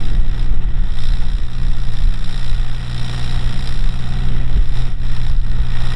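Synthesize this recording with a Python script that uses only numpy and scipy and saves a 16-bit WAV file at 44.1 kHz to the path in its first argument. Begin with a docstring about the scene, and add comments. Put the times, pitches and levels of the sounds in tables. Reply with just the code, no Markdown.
"""A three-cylinder diesel tractor pulls a rotary tiller through dry soil, some metres off in a windy field.
Each firing drives the exhaust hum and knocks on the engine block, whose resonances ring.
Behind the engine the chassis drones, gears whirr and crumbs of soil patter on the tiller hood.
The treble comes and goes, the level dips briefly now and then, and wind buffets the microphone."""
import sys
import numpy as np
from scipy import signal
from scipy.fft import rfft, irfft
from scipy.io import wavfile
from scipy.ndimage import uniform_filter1d

SR = 44100
rng = np.random.default_rng(int(sys.argv[2]) if len(sys.argv) > 2 else 0)


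def output_pcm(signal):
    """Save a mono or channel-first signal as 16-bit PCM at the path in sys.argv[1].

    Samples are clipped to [-1, 1] before scaling.
    """
    pcm = np.clip(np.atleast_2d(signal).T, -1, 1) * 32767
    wavfile.write(sys.argv[1], SR, np.round(pcm).astype(np.int16))


N = 262395
TIME = np.arange(N) / SR
FREQ = np.arange(N // 2 + 1) * SR / N


def undb(db):
    """Decibels to gain."""
    return 10 ** (np.asarray(db) / 20)


def unit(x):
    """Scale to rms 1."""
    return x / np.sqrt(np.mean(x ** 2))


def curves(table):
    """Automation: each column of a table joined by straight lines in time."""
    times, *columns = np.transpose(table)
    return [np.interp(TIME, times, column) for column in columns]


def swell(centre_s, half_s):
    """A bell-shaped rise and fall around a moment."""
    return np.exp(-((TIME - centre_s) / half_s) ** 2)


def sag(dips):
    """Decibels lost over time to bell-shaped dips."""
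    return sum(depth_db * swell(s, half_s) for s, half_s, depth_db in dips)


def noise():
    """White noise."""
    return rng.standard_normal(N)


def walk(rate_hz):
    """Smooth random modulation with rms 1."""
    return unit(irfft(rfft(noise()) * np.exp(-(FREQ / rate_hz) ** 2), N))


def grains(per_s, spread_db):
    """Random clicks, a few of them much larger than the rest."""
    clicks = (rng.random(N) < per_s / SR) * noise()
    return unit(clicks * undb(spread_db * np.minimum(rng.exponential(size=N), 4)))


def tone(cycles, order, waver_db, wobble_rad):
    """A partial locked to the engine cycle, wavering in level and phase."""
    level = np.sqrt(2) * undb(waver_db * walk(6.8))
    return level * np.cos(2 * np.pi * (np.round(order) * cycles + rng.random()) + wobble_rad * walk(20))


def colour(x, points):
    """EQ through a curve that rolls off above its last point; rms 1."""
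    hz, db = np.transpose(points)
    gain = undb(np.interp(np.log(FREQ + .1), np.log(hz), db)) / (1 + (FREQ / hz[-1] / 2) ** 4)
    return unit(irfft(rfft(x) * gain, N))


def ring(x, modes):
    """Pass a sound through steep resonances; rms 1."""
    power = sum(undb(db) ** 2 / (1 + ((FREQ - hz) / width) ** 2) ** 4 for hz, width, db in modes)
    # minimum phase: the modes ring only after they are struck
    cepstrum = irfft(np.log(power + 1e-7) / 2, N)
    cepstrum[1:N // 2] *= 2
    cepstrum[N // 2:] = 0
    return unit(irfft(rfft(x) * np.exp(rfft(cepstrum)), N))


def treble(x, edge_hz):
    """The part of a sound above an edge."""
    return irfft(rfft(x) * (1 - 1 / (1 + (FREQ / edge_hz) ** 16)), N)


def shelf(x, gain_db, edge_hz=3700):
    """High shelf: raise or lower the treble."""
    return x + (undb(gain_db) - 1) * treble(x, edge_hz)


def strike(starts, sizes, rise_s, decay_s):
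    """Hit envelope: a steep attack at each start, then a dying force."""
    kicks = np.zeros(N)
    kicks[np.clip(starts * SR, 0, N - 1).astype(int)] = sizes
    age = TIME[:SR // 20]
    envelope = (1 - np.exp(-(age / rise_s) ** 2)) * np.exp(-age / decay_s)
    return signal.fftconvolve(kicks, envelope)[:N]


def eddies(spectrum, hold_s):
    """Turbulent pressure of even strength, ready to be swelled by the gusts."""
    pressure = colour(noise(), spectrum)
    power = uniform_filter1d(abs(signal.hilbert(pressure)) ** 2, int(hold_s * SR))
    return unit(pressure / np.sqrt(power))


# lulls in the breeze: centre_s, half_length_s, depth_db
LULLS = [(.99, 0.085, 3), (1.52, 0.042, 11.5), (2.9, 0.71, 7.5), (4.03, 0.075, 12), (4.97, 0.053, 1)]
# gusts on the microphone: centre_s, half_length_s, relative_rumble_db, relative_flutter_db
GUSTS = [(0.06, 0.027, -17, -28), (0.177, 0.033, -11, -26), (0.457, 0.066, -18.5, -43),
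         (0.55, 0.031, -22, -33), (0.668, 0.02, -19, -32), (0.814, 0.033, -14.5, -31),
         (0.912, 0.029, -21, -38), (1.112, 0.048, -15, -32), (1.274, 0.068, -23.5, -50),
         (1.685, 0.016, -13.5, -37), (1.89, 0.024, -28, -32), (2.062, 0.04, -11, -47),
         (2.356, 0.029, -18.5, -44), (2.556, 0.045, -12.5, -44), (3.383, 0.02, -11, -38),
         (3.5, 0.034, -19.5, -31), (3.867, 0.041, -13, -43), (4.213, 0.029, -17, -42),
         (4.39, 0.02, -21, -34), (4.576, 0.049, -13.5, -26.5), (4.79, 0.11, -23, -47),
         (5.35, 0.055, -14.5, -30), (5.6, 0.018, -24, -35)]
# EQ curves of the wind's slow sway, rumble and flutter: frequency_hz, relative_db
SWAY_EQ = [(3, -30), (7, 11.5), (14, 9), (20, -26), (30, -27)]
RUMBLE_EQ = [(12, -5.5), (21, 6.5), (30, 7.5), (39, -9), (50, -9.5), (62, -13.5), (100, -37), (300, -77)]
FLUTTER_EQ = [(35, -22), (58, -29), (80, 7.5), (110, -6.5), (170, -10.5), (300, -37.5), (800, -32),
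              (2000, -89)]

def gusts(breeze_rumble_db=-20, breeze_flutter_db=-35.5):
    """Eddies sway, rumble and flutter on the microphone; each gust adds its power to the breeze."""
    breeze = undb(-sag(LULLS))
    rumble_power = (breeze * undb(breeze_rumble_db)) ** 2
    flutter_power = (breeze * undb(breeze_flutter_db)) ** 2
    for s, half_s, rumble_db, flutter_db in GUSTS:
        rumble_power += undb(rumble_db) ** 2 * swell(s, half_s)
        flutter_power += undb(flutter_db) ** 2 * swell(s, half_s)
    # the slowest eddies outlast the single gusts
    sway_db = uniform_filter1d(10 * np.log10(rumble_power), SR // 3) + 9.5
    sway = undb(sway_db) * eddies(SWAY_EQ, hold_s=.37)
    rumble = undb(4.5) * np.sqrt(rumble_power) * eddies(RUMBLE_EQ, hold_s=.1)
    flutter = undb(.5) * np.sqrt(flutter_power) * eddies(FLUTTER_EQ, hold_s=.03)
    return sway + rumble + flutter


# sharp puffs of wind: centre_s, half_length_s, level_db
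PUFFS = [(.120, .008, -32), (0.541, .015, -30), (1.396, .006, -32), (2.347, .01, -32), (3.098, .012, -32),
         (3.395, .008, -31), (4.573, .01, -28)]
# EQ curve of a puff: frequency_hz, relative_db
PUFF_EQ = [(30, -10), (65, -4.5), (130, 7), (400, -6), (800, -24), (1600, -41)]

def puffs():
    """Short bursts of turbulence land as dull thumps."""
    envelope = sum(undb(db) * swell(s, half_s) for s, half_s, db in PUFFS)
    return envelope * eddies(PUFF_EQ, hold_s=.014)


# heavy buffets: centre_s, pitch_hz, level_db
THUDS = [(.505, 35.8, -9.5), (.585, 32.15, -5), (.68, 34.15, -8), (2.11, 32, -9), (3.485, 39.8, -11),
         (3.87, 33.9, -14.5), (4.57, 42, -3.5), (5.607, 41.8, -7.5)]

def thuds(half_cycles=.96):
    """Heavy eddies strike the microphone, each with a few deep swings of pressure."""
    return sum(undb(db) * swell(s, half_cycles / hz) * np.cos(2 * np.pi * (hz * TIME + rng.random()))
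               for s, hz, db in THUDS)


def wind(ceiling=.75):
    """Wind on the microphone: gusts and thuds soft-clip, and the puffs sit on top."""
    bed, thumps = gusts(), puffs()
    return ceiling * np.tanh((bed + thuds()) / ceiling) + thumps


# partials of the chassis drone: engine_order, relative_db
CHASSIS_PARTIALS = [(12, -7), (13, -12), (14, -15), (15, -14), (17, -15), (18, -14.5), (19, -15),
                    (22, -21.5), (23, -20), (24, -24.5)]
# EQ curves of the chassis' looping shake and its noise bed: frequency_hz, relative_db
SHAKE_EQ = [(200, -21), (400, 7.5), (600, 2.5), (800, 3), (1500, -7), (2200, -12)]
DRONE_EQ = [(90, -52), (150, 8.5), (220, 5.5), (330, -6), (450, -8), (700, -9.5), (1500, -85)]

def chassis_drone(cycles, level_db):
    """The chassis drones on the engine's higher orders and shakes in a pattern that repeats each cycle."""
    partials = sum(undb(db) * tone(cycles, order, waver_db=1, wobble_rad=.3)
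                   for order, db in CHASSIS_PARTIALS)
    pattern = irfft(np.exp(2j * np.pi * rng.random(129)))
    loop = np.interp(cycles % 1, np.linspace(0, 1, len(pattern)), pattern)
    shake = undb(-15) * colour(loop, SHAKE_EQ)
    bed = undb(-.54) * colour(noise(), DRONE_EQ)
    return undb(level_db) * (partials + shake + bed)


# fader of the low gear whine: time_s, level_db
LOW_WHINE_FADER = [(0, -55), (1.7, -66), (2.7, -59), (3.24, -48), (3.8, -53.5), (4.22, -47), (4.55, -63),
                   (4.82, -51), (5.3, -64), (5.9, -66)]

def low_whine(cycles):
    """A low gear whine that comes forward midway."""
    return undb(curves(LOW_WHINE_FADER)[0]) * tone(cycles, order=36, waver_db=1.5, wobble_rad=1.9)


# resonances of gearbox, fan and tiller hood: pitch_hz, width_hz, relative_db
HOUSING_MODES = [(463, 210, 0.5), (727, 29, 3), (873, 215, -0.4), (1300, 350, 0), (1895, 160, 2),
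                 (2390, 2530, -8), (3490, 1140, -7), (5470, 350, -8), (7870, 2730, -18)]
# gear whine, in clusters of neighbouring partials: engine_order, relative_db
GEAR_PARTIALS = [(72, -19), (75, -17.5), (93, -23), (94, -21.5), (95, -16), (96, -20.5)]

def whirr(cycles, level_db, crisp_db):
    """Gears whine and the fan churns while crumbs of dry soil patter on the tiller hood."""
    churn = noise() * undb(2.27 * walk(31))
    crumbs = grains(per_s=800, spread_db=1.9)
    housings = shelf(ring(churn + crumbs, HOUSING_MODES), -crisp_db, edge_hz=1960)
    whine = sum(undb(db) * tone(cycles, order, waver_db=2, wobble_rad=.5) for order, db in GEAR_PARTIALS)
    return undb(level_db) * (housings + whine)


# knock strength of each cylinder, in firing order: relative_db
CYLINDERS = [1.3, -0.7, -.1]
# hard knocks, each moved to the nearest ignition: time_s, accent_db, ping_pitch_hz
HARD_KNOCKS = [(.247, 2, 3700), (.296, 2.5, 5100), (.394, 5, 5100), (.428, 4, 3800), (.920, 2, 5200),
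               (1.037, 2.5, 3750), (1.054, 2.5, 3700), (1.137, 3.5, 3700), (1.284, 2.5, 3800),
               (1.383, 3.5, 3750), (1.481, 2.5, 3700), (1.632, 3, 5100), (1.733, 2.5, 5200),
               (1.987, 2, 5100), (2.139, 7, 3800), (2.241, 6, 3800), (2.344, 1.5, 3600), (2.444, 3, 3900),
               (2.829, 2, 3750), (2.945, 2.5, 3700), (3.244, 3.5, 3700), (3.392, 2.5, 3700),
               (3.674, 6, 5100), (3.890, 4, 3700), (4.137, 2.5, 3750), (4.770, 2.5, 3700), (4.819, 2, 5100),
               (5.166, 6, 3700), (5.265, 2, 3700), (5.298, 2, 5100), (5.667, 2, 5100)]

def blows(firings, delay_firings=.115, rise_s=.0016, jitter_s=.0002, scatter_db=.6):
    """Force on the block, one blow per firing, and pings: a hard blow cracks and rings one resonance."""
    number = np.arange(int(firings[-1]) + 1)
    timing, strength = rng.standard_normal((len(number), 2)).T
    starts = np.interp(number + delay_firings, firings, TIME) + jitter_s * timing
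    blow_db = np.resize(CYLINDERS, len(number)) + scatter_db * strength
    hard_s, accent_db, ping_hz = np.transpose(HARD_KNOCKS)
    hard = [np.argmin(abs(starts - s)) for s in hard_s]
    crack = strike(starts[hard] + rise_s / 2, undb(accent_db - 5), rise_s / 2, decay_s=.0011)
    latest = np.maximum(np.searchsorted(starts[hard], TIME) - 1, 0)
    rattle_rad = .91 * walk(400)  # keeps a ping from being a pure tone
    ringing = np.sqrt(2) * np.sin(2 * np.pi * ping_hz[latest] * TIME + rattle_rad)
    pings = strike(starts[hard], undb(accent_db + 4.5), rise_s, decay_s=.0029) * ringing
    blow_db[hard] = accent_db - 2.2  # crack and ping take part of the blow's force
    return strike(starts, undb(blow_db), rise_s, decay_s=.0054) + crack, pings


# resonances of engine block and covers: pitch_hz, width_hz, relative_db
BLOCK_MODES = [(765, 130, -1), (1300, 910, -1.5), (1780, 310, -1), (2450, 660, -2.5), (3197, 160, -1.5),
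               (3728, 650, 3.5), (4348, 190, 2), (5014, 304, -2.5), (5457, 410, -4.5), (7720, 890, -12.5),
               (8540, 1800, -17), (9850, 900, -20.5), (11400, 2600, -31.5)]

def diesel_knock(firings, level_db, crisp_db, band_edges_hz=(3000, 3700, 5100), flicker_db=.67):
    """Every ignition shakes loose a burst of small metal impacts that ring the block."""
    ignition, pings = blows(firings)
    # a softer valve-train clack falls between each two ignitions
    valves = undb(-12 - crisp_db) * np.exp(-((firings % 1 - .6) / .11) ** 2)
    impacts = ignition * (noise() + .5 * grains(per_s=5000, spread_db=.95))
    clatter = ring(impacts + valves * noise(), BLOCK_MODES)
    # each band of the block's ring answers every blow a little differently
    above = [clatter] + [treble(clatter, hz) for hz in band_edges_hz] + [0]
    bands = [low - high for low, high in zip(above, above[1:])]
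    clatter = unit(sum(band * undb(flicker_db * walk(63)) for band in bands))
    return undb(level_db) * shelf(clatter + pings, gain_db=.9 + 1.05 * walk(6.3))


# faders of the exhaust's hum and throat: time_s, hum_db, throat_db
EXHAUST_FADERS = [(0, -29, -37), (.3, -30.5, -39), (.45, -28.5, -42), (.55, -33.5, -37), (.78, -29, -40),
                  (.9, -36, -39.5), (1.02, -29.5, -37.5), (1.27, -31.5, -38), (1.45, -34.5, -45),
                  (1.62, -26, -36.5), (1.73, -30, -37), (1.95, -27, -37), (2.18, -32.5, -36.5),
                  (2.4, -29, -37.5), (2.72, -28.5, -42.5), (3.02, -25, -38), (3.56, -26, -36),
                  (3.8, -29.5, -36.5), (4.08, -25.5, -33.5), (4.36, -25, -35.5), (4.52, -27, -59),
                  (4.66, -32.5, -49), (4.8, -23, -40), (4.96, -35, -44), (5.08, -27.5, -39.5),
                  (5.26, -25.5, -41), (5.39, -32.5, -48), (5.54, -26.5, -36), (5.9, -25, -36.5)]
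# weaker overtones from the unequal cylinders: engine_order, relative_db
EXHAUST_OVERTONES = [(7, -13.5), (8, -10), (10, -22.5), (11, -23)]
# fader of the hollow body hum: time_s, level_db
BODY_FADER = [(0, -46.5), (1.0, -52), (1.6, -50), (2.1, -52.5), (3.0, -59), (4.5, -53)]

def exhaust(firings, cycles, dip_db):
    """Gas pulses through the silencer, which leaves only their low partials."""
    hum_db, throat_db = curves(EXHAUST_FADERS)
    # the gas pulse arrives just after the knock, never quite evenly
    angle = 2 * np.pi * (firings - .34) + .092 * walk(2.4)
    waver_db = .47 * walk(16)
    rough_db = .84 * walk(30)  # the pulses differ from firing to firing
    # the pipe favours the octave of the firing rate
    hum = undb(hum_db + waver_db + rough_db) * (np.cos(2 * angle) + undb(-5) * np.cos(angle))
    throat = undb(throat_db - .76 + .57 * walk(8)) * np.cos(3 * angle)
    overtone_db = -36.5 + .32 * (hum_db - hum_db.mean()) - dip_db  # partly rides the hum's fader
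    overtones = sum(undb(db) * tone(cycles, order, waver_db=-4, wobble_rad=.042)
                    for order, db in EXHAUST_OVERTONES)
    body = undb(curves(BODY_FADER)[0]) * tone(cycles, order=16, waver_db=2.4, wobble_rad=.15)
    return np.sqrt(2) * (hum + throat) + undb(overtone_db) * overtones + body


# engine speed, sagging and recovering with the tiller's load: time_s, firing_rate_hz
ENGINE_SPEED = [(0.0, 62.12), (0.28, 60.92), (0.62, 61.56), (0.91, 59.67), (1.25, 60.92), (2.04, 58.66),
                (2.55, 59.34), (2.75, 60.43), (3.09, 59.83), (3.17, 60.85), (3.74, 60.17), (4.08, 60.55),
                (4.39, 62.18), (5.22, 60.14), (5.3, 60.53), (5.64, 58.63), (5.95, 60.75)]
# slow faders of the tractor's parts: time_s, knock_and_whirr_db, drone_db
TRACTOR_FADERS = [(0, -41, -38), (.8, -41.5, -46), (1.71, -43, -43.5), (2.45, -42, -47), (2.75, -41, -44.5),
                  (3.0, -39, -40), (3.24, -38.5, -39), (3.47, -38.5, -39.5), (3.95, -41.5, -42),
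                  (4.36, -37, -36), (5.1, -42, -42.5), (5.55, -40.5, -42.5), (5.76, -37, -44.5),
                  (5.92, -34.5, -42.5)]
# brief dips in the machinery's level: centre_s, half_length_s, depth_db
LEVEL_DIPS = [(.22, 0.045, 4), (1.46, 0.11, 3.5), (4.47, 0.039, 4), (4.66, 0.066, 6.5), (4.965, 0.045, 8),
              (5.39, 0.061, 7)]
# treble fades, shared by knock, whirr and shelf (negative brightens): centre_s, half_length_s, depth_db
TREBLE_FADES = [(.22, 0.12, 4), (.41, 0.058, -5.5), (.54, 0.23, 7), (.7, 0.27, 12), (1.02, 0.14, -6.5),
                (1.4, 0.14, -3.5), (1.65, 0.11, -1.5), (1.95, 0.082, -5.5), (2.33, 0.081, -8),
                (2.47, 0.069, -6), (3.15, 0.15, -4.5), (3.68, 0.13, -3.5), (4.42, 0.22, 13.5),
                (4.66, .04, -3.5), (4.78, 0.044, -2), (4.97, 0.13, 9), (5.17, 0.2, -5), (5.57, 0.26, 7)]
# how far the softer clatter sinks between the knocks: time_s, depth_db
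CRISPNESS = [(0, -0.5), (1.2, 2), (2.2, 0), (2.8, -1), (3.3, -3), (3.7, 0.5), (4.4, -2), (5.17, 0),
             (5.5, 2.5), (5.92, 1.5)]

def scene():
    """The mix: tractor and tiller at a steady distance, with wind at the microphone."""
    firings = np.cumsum(curves(ENGINE_SPEED)[0]) / SR
    cycles = firings / len(CYLINDERS)  # an engine order is a multiple of this cycle's rate
    machine_db, drone_db = curves(TRACTOR_FADERS)
    dip_db, fade_db, crisp_db = sag(LEVEL_DIPS), sag(TREBLE_FADES), curves(CRISPNESS)[0]
    machinery = (diesel_knock(firings, machine_db + 1.5 - .43 * fade_db, crisp_db)
                 + whirr(cycles, machine_db - .25 - .13 * fade_db, crisp_db)
                 + low_whine(cycles))
    bright = undb(-dip_db) * shelf(machinery, -.34 * fade_db)
    low_end = exhaust(firings, cycles, dip_db) + chassis_drone(cycles, drone_db + .14 - dip_db)
    fade_in = np.minimum(TIME / .008, 1)
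    return (fade_in * (bright + low_end + wind()))[None]


# narrow notches in the treble: centre_hz, width_hz, depth_db
NOTCHES = [(4360, 220, 49), (6190, 280, 14), (7910, 460, 11)]

def record(dry):
    """Master EQ: a few narrow notches in the treble, then a steep cut of the top."""
    heard, top_hz = dry, 15700
    for hz, width_hz, depth_db in NOTCHES:
        band = signal.filtfilt(*signal.iirpeak(hz, hz / width_hz, fs=SR), heard)
        heard = heard - (1 - undb(-depth_db)) * band
    return signal.sosfiltfilt(signal.ellip(8, .1, 50, top_hz, fs=SR, output="sos"), heard)


dry = scene()
out = record(dry)
output_pcm(out)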